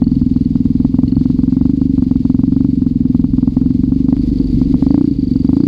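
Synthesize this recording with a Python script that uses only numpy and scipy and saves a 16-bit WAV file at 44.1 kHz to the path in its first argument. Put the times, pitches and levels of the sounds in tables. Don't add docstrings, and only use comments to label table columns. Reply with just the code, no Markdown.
import sys
import numpy as np
from scipy import signal
from scipy.fft import rfft, irfft, next_fast_len
from scipy.io import wavfile

SR = 44100
rng = np.random.default_rng(int(sys.argv[2]) if len(sys.argv) > 2 else 0)


def waveform_to_disk(signal):
    frames = np.transpose(np.atleast_2d(signal))
    scaled = np.clip(frames, -1, 1) * 32767
    samples = np.round(scaled).astype(np.int16)
    wavfile.write(sys.argv[1], SR, samples)


N = 250047
TIME_S = np.arange(N) / SR
JUMP_S = 4.167

# freq_hz, width_hz, rms_db
CASE_RINGS = [(2830, 19, -71.5), (3130, 37, -80.5), (6360, 43, -78), (12617, 6, -85)]
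# time_s, wind_db, chassis_db, gravel_db
TRAIL_LEVELS = [(0, -21.5, -48.5, -54), (1.15, -21.5, -47, -52.5), (1.65, -28.5, -48, -52.5),
                (2.75, -21, -50, -53.5), (3.2, -20.5, -48.5, -53.5), (4.1, -24, -47, -52.5),
                (4.2, -22, -45, -50), (4.72, -18, -45.5, -47), (5.05, -28, -50, -50),
                (5.38, -20.5, -48.5, -52), (5.67, -24, -46.5, -49)]
# freq_hz, density_db
WIND_SPECTRUM = [(12, -28), (28, -7), (50, 1.5), (100, -3.5), (140, 7), (200, -3.5), (270, -0.5),
                 (330, -14), (380, -28), (600, -71)]
CHASSIS_SPECTRUM = [(200, -13), (330, 1.5), (420, 1), (470, -2.5), (530, -15), (700, -16.5), (1100, -22),
                    (1600, -36.5), (3000, -48)]
GRAVEL_SPECTRUM = [(600, -8), (1600, -10.5), (2200, 2), (2700, -2), (3700, 1), (4800, 6), (5300, -5.5),
                   (7500, -10), (8700, -19.5), (9500, -18.5), (12000, -30), (15000, -37.5)]
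# freq_hz, width_hz, gain_db
CASE_MODES = [(2160, 420, -9.5), (3440, 86, -2.5), (3850, 300, 1.5), (4410, 260, 5), (4920, 55, -0.5),
              (6640, 140, -12.5), (9340, 390, -13)]
AIRBOX_MODES = [(270, 35, 0), (162, 130, -16.5)]
EXHAUST_MODES = [(261.2, 46.2, 4.5), (187.6, 23.5, 4), (69, 18, -14.5)]

# start_s, length_s, first_db, last_db
TICK_BOUTS = [(0.04, 0.25, -32.5, -46.5), (0.3, .17, -44.5, -31.5), (1.079, 0.22, -31, -47),
              (4.188, 0.029, -37.5, -33.5), (4.328, 0.2, -34, -32.5), (4.59, 0.081, -36.5, -38),
              (4.884, 0.067, -31, -31), (5.053, .44, -37, -32.5), (5.554, .09, -36.5, -28.5)]
# time_s, ticks_per_s
TICK_RATE = [(0, 26.9), (1.3, 26.3), (4.3, 35), (5.67, 35.9)]
# time_s, pitch_hz
TICK_PITCH = [(0, 4440), (1.3, 4330), (4.2, 4520), (5.67, 4640)]
# freq_hz, gain_db
TICK_LOW_MODES = [(2900, -11.5), (2000, -17)]

# time_s, firings_per_s
FIRING_RATE = [(0.0, 20.28), (0.526, 20.772), (0.609, 19.881), (1.117, 22.595), (1.51, 22.263),
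               (1.78, 25.398), (2.25, 20.761), (2.6, 24.413), (2.945, 21.055), (3.57, 21.557),
               (3.968, 24.253), (4.278, 24.808), (4.415, 23.105), (4.876, 24.299), (5.006, 31.381),
               (5.204, 24.233), (5.438, 21.931), (5.67, 32.498)]
# time_s, level_db
FRAME_SHAKE = [(0, -29), (1.8, -27.5), (2.35, -32), (3.7, -27.5), (4.5, -19), (4.83, -22.5), (5.04, -29.5),
               (5.18, -25), (5.67, -41)]
# time_s, level_db
SUCTION = [(0, -22.5), (4.15, -21), (4.19, -17), (4.76, -11), (4.85, -19.5), (5.67, -19.5)]
# time_s, level_db
THROTTLE = [(0, 1.1), (.15, -0.26), (.74, -1.12), (.81, 1.14), (1.5, 0.07), (1.68, 0.6), (1.76, -1.95),
            (2.05, 0.5), (2.62, 0), (2.72, -1.4), (3.0, -1.15), (3.05, 0.4), (3.7, 0), (3.79, -1.83),
            (4.04, -1), (4.12, 1.5), (4.2, -3), (4.7, -4), (4.92, 1.96), (5.17, -1.98), (5.5, 1.67),
            (5.67, -0.96)]
# time_s, loss_db
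MISFIRES = [(.5, 2), (.89, 7), (1.07, 4.5), (1.34, 3.5), (2.06, 3), (2.2, 4), (2.91, 1.5), (3.28, 8),
            (3.52, 8), (4.16, 4.5), (4.35, 2), (4.44, 3.5), (4.49, 6.5), (4.57, -1), (4.78, 8),
            (5.15, 16.5), (5.27, 3), (5.4, 3)]
# time_s, gain_db
BARKS = [(.21, 1), (.36, 1.5), (.55, 1.14), (.65, 1.2), (1.81, 1.6), (2.11, 1), (2.82, 1), (2.86, 1.37),
         (3.47, 0.6), (3.56, 2), (3.83, 1.6), (3.92, 2), (4.4, 2.5), (4.61, 4.5), (4.74, 4.5), (4.82, 3.1)]


def from_db(db):
    return 10 ** (np.asarray(db) / 20)


def unit_rms(x):
    return x / np.sqrt(np.mean(x ** 2) + 1e-20)


def curves(table):
    time_s, *columns = np.transpose(table)
    return [np.interp(TIME_S, time_s, column) for column in columns]


def low_pass(x, cutoff_hz, order):
    return signal.sosfilt(signal.butter(order, cutoff_hz, fs=SR, output="sos"), x + 1e-18)


def drift(rate_hz):
    knots = rng.standard_normal(2000)
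    return np.interp(TIME_S * rate_hz, np.arange(len(knots)), knots)


def noise(spectrum):
    freq_hz, density_db = np.transpose(spectrum)
    size = next_fast_len(N)
    bins_hz = np.arange(size // 2 + 1) * SR / size
    gain = from_db(np.interp(np.log(bins_hz + 1), np.log(freq_hz), density_db))
    return unit_rms(irfft(rfft(rng.standard_normal(size)) * gain, size)[:N])


def ring(x, freq_hz, width_hz):
    radius, step_rad = np.exp(-np.pi * width_hz / SR), 2 * np.pi * freq_hz / SR
    return signal.lfilter([0, np.sin(step_rad)], [1, -2 * radius * np.cos(step_rad), radius ** 2], x + 1e-18)


def puff_response(modes, top_hz):
    puff = low_pass(signal.unit_impulse(SR // 8), top_hz, order=6)
    return sum((-1) ** k * from_db(db) * ring(puff, hz, width) for k, (hz, width, db) in enumerate(modes))


def pulse_train(onsets, gains, pitch_ratios, response):
    out, age = np.zeros(N + len(response)), np.arange(len(response))
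    for start, gain, ratio in zip(onsets, gains, pitch_ratios):
        out[start:start + len(age)] += gain * np.interp(age * ratio, age, response, right=0)
    return out[:N] / np.abs(response).max()


def cycle_onsets(cycles):
    return np.flatnonzero(np.diff(np.floor(cycles)) > 0)


def case_rings():
    return sum(from_db(db) * unit_rms(ring(rng.standard_normal(N), hz, width))
               for hz, width, db in CASE_RINGS)


def wind(cycles, lull_cycles=0.16, floor_db=-16, gust_db=2.6):
    wake = np.sin(np.pi * (cycles - lull_cycles)) ** 2
    churn = low_pass(np.minimum(2 * wake, 1), cutoff_hz=120, order=2)
    gusts = from_db(gust_db * drift(rate_hz=36))
    return gusts * (from_db(floor_db) + churn) * noise(WIND_SPECTRUM)


def chassis(panel_db=-7.5, stony_boost_db=6, flutter_db=1.0):
    panel = unit_rms(ring(rng.standard_normal(N), freq_hz=467.3, width_hz=13))
    panel_gain = from_db(panel_db + stony_boost_db * (TIME_S > JUMP_S))
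    flutter = from_db(flutter_db * drift(rate_hz=40))
    return flutter * (noise(CHASSIS_SPECTRUM) + panel_gain * panel)


def gravel(grains_per_s=900, grain_db=-8, case_db=-4, flutter_db=2.14):
    sizes = from_db(2 * np.minimum(rng.exponential(1, N), 4)) * rng.choice([-1, 1], N)
    grains = sizes * (rng.random(N) < grains_per_s / SR)
    crunch = rng.standard_normal(N) + from_db(grain_db) * unit_rms(grains)
    case = unit_rms(sum(from_db(db) * width * ring(crunch, hz, width) for hz, width, db in CASE_MODES))
    return (noise(GRAVEL_SPECTRUM) + from_db(case_db) * case) * from_db(flutter_db * drift(rate_hz=70))


def stones(hits_per_s=9, impulse_db=-41, scatter_db=4, band_hz=(3000, 11000)):
    hits = (rng.random(N) < hits_per_s / SR) & (TIME_S > JUMP_S)
    clicks = hits * from_db(impulse_db + scatter_db * np.clip(rng.standard_normal(N), -2, 2))
    return signal.sosfilt(signal.butter(1, band_hz, "band", fs=SR, output="sos"), clicks + 1e-18)


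def jump_click(gain_db=-21, decay_s=0.001):
    age_s = TIME_S - JUMP_S
    pulse = (age_s > 0) * np.exp(-np.abs(age_s) / decay_s)
    return from_db(gain_db) * low_pass(pulse, cutoff_hz=2500, order=1)


def tick_schedule():
    for start_s, length_s, first_db, last_db in TICK_BOUTS:
        period_s = 1 / np.interp(start_s, *np.transpose(TICK_RATE))
        for age_s in np.arange(0, length_s, period_s):
            yield start_s + age_s, first_db + (last_db - first_db) * age_s / length_s


def wheel_ticks(swell_s=0.0012, decay_s=0.00303, scatter_hz=25, gain_db=2.5, scatter_db=1.5):
    out, age_s = np.zeros(N + SR), TIME_S[:SR // 30]
    pitch_hz = curves(TICK_PITCH)[0]
    envelope = np.tanh(age_s / swell_s) ** 2 * np.exp(-age_s / decay_s)
    low_rings = sum(from_db(db) * np.sin(2 * np.pi * hz * age_s) for hz, db in TICK_LOW_MODES)
    draws = rng.standard_normal((200, 3))
    for (start_s, level_db), (pitch_draw, low_draw, level_draw) in zip(tick_schedule(), draws):
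        onset = min(int(start_s * SR), N - 1)
        tone = np.sin(2 * np.pi * (pitch_hz[onset] + scatter_hz * pitch_draw) * age_s)
        if start_s < JUMP_S:
            tone += from_db(2 * low_draw) * low_rings
        gain = from_db(level_db + gain_db + scatter_db * level_draw)
        out[onset:onset + len(age_s)] += gain * envelope * tone
    return out[:N]


def frame(cycles, gain_db=-3):
    shake = np.sqrt(2) * np.cos(4 * np.pi * cycles)
    return from_db(curves(FRAME_SHAKE)[0] + gain_db) * low_pass(shake, cutoff_hz=350, order=4)


def intake(cycles, lag_cycles=0.3083, scatter_db=4, pitch_scatter=0.082, boom_hz=72, boom_width_hz=55):
    onsets = cycle_onsets(cycles - lag_cycles)
    level_draws, pitch_draws = rng.standard_normal((N // 2, 2))[:len(onsets)].T
    gains = from_db(scatter_db * level_draws)
    pitch_ratios = 1 + pitch_scatter * pitch_draws
    gulp = puff_response(AIRBOX_MODES, top_hz=308)
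    boom = -np.gradient(puff_response([(boom_hz, boom_width_hz, 0)], top_hz=263))
    gulps = pulse_train(onsets, gains * from_db(curves(SUCTION)[0][onsets]), pitch_ratios, gulp)
    return gulps + pulse_train(onsets, gains * from_db(-17), pitch_ratios, boom)


def burn_levels_db(onsets, scatter_db=0.4):
    burn_db = curves(THROTTLE)[0][onsets] + scatter_db * rng.standard_normal(N)[:len(onsets)]
    for time_s, loss_db in MISFIRES:
        burn_db[np.argmin(np.abs(onsets / SR - time_s))] -= loss_db
    for time_s, gain_db in BARKS:
        burn_db[np.argmin(np.abs(onsets / SR - time_s))] += gain_db
    return burn_db


def exhaust(cycles, idle_note_hz=253.2, idle_firings_per_s=20, base_echo_s=0.005126, echo_gain=0.71):
    onsets = cycle_onsets(cycles)
    direct = -puff_response(EXHAUST_MODES, top_hz=354)
    age_s = TIME_S[:len(direct)]
    thump = direct - echo_gain * np.interp(age_s - base_echo_s, age_s, direct, left=0)
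    extra_firings_per_s = curves(FIRING_RATE)[0][onsets] - idle_firings_per_s
    note_hz = idle_note_hz + 2.4 * extra_firings_per_s
    note_hz *= 1 + 0.02 * (onsets / SR > JUMP_S)
    gains = from_db(burn_levels_db(onsets) - 0.13)
    return pulse_train(onsets, gains, note_hz / EXHAUST_MODES[0][0], thump)


def scene(start_cycles=0.7, jump_cycles=0.3):
    cycles = start_cycles + np.cumsum(curves(FIRING_RATE)[0]) / SR
    cycles += jump_cycles * (TIME_S > JUMP_S)
    wind_db, chassis_db, gravel_db = curves(TRAIL_LEVELS)
    air = from_db(wind_db - 2.5) * wind(cycles)
    hum = from_db(chassis_db + 4.5) * chassis()
    tyres = from_db(gravel_db - 3.5) * gravel() + stones()
    engine = exhaust(cycles) + intake(cycles) + frame(cycles)
    return (air + hum + tyres + case_rings() + wheel_ticks() + jump_click() + engine)[None]


def record(dry, knee=0.78, headroom=0.17, stopband_hz=16112):
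    linear = np.clip(dry, -knee, knee)
    rounded = linear + headroom * np.tanh((dry - linear) / headroom)
    return signal.sosfilt(signal.cheby2(12, 60, stopband_hz, fs=SR, output="sos"), rounded)


dry = scene()
out = record(dry)
waveform_to_disk(out)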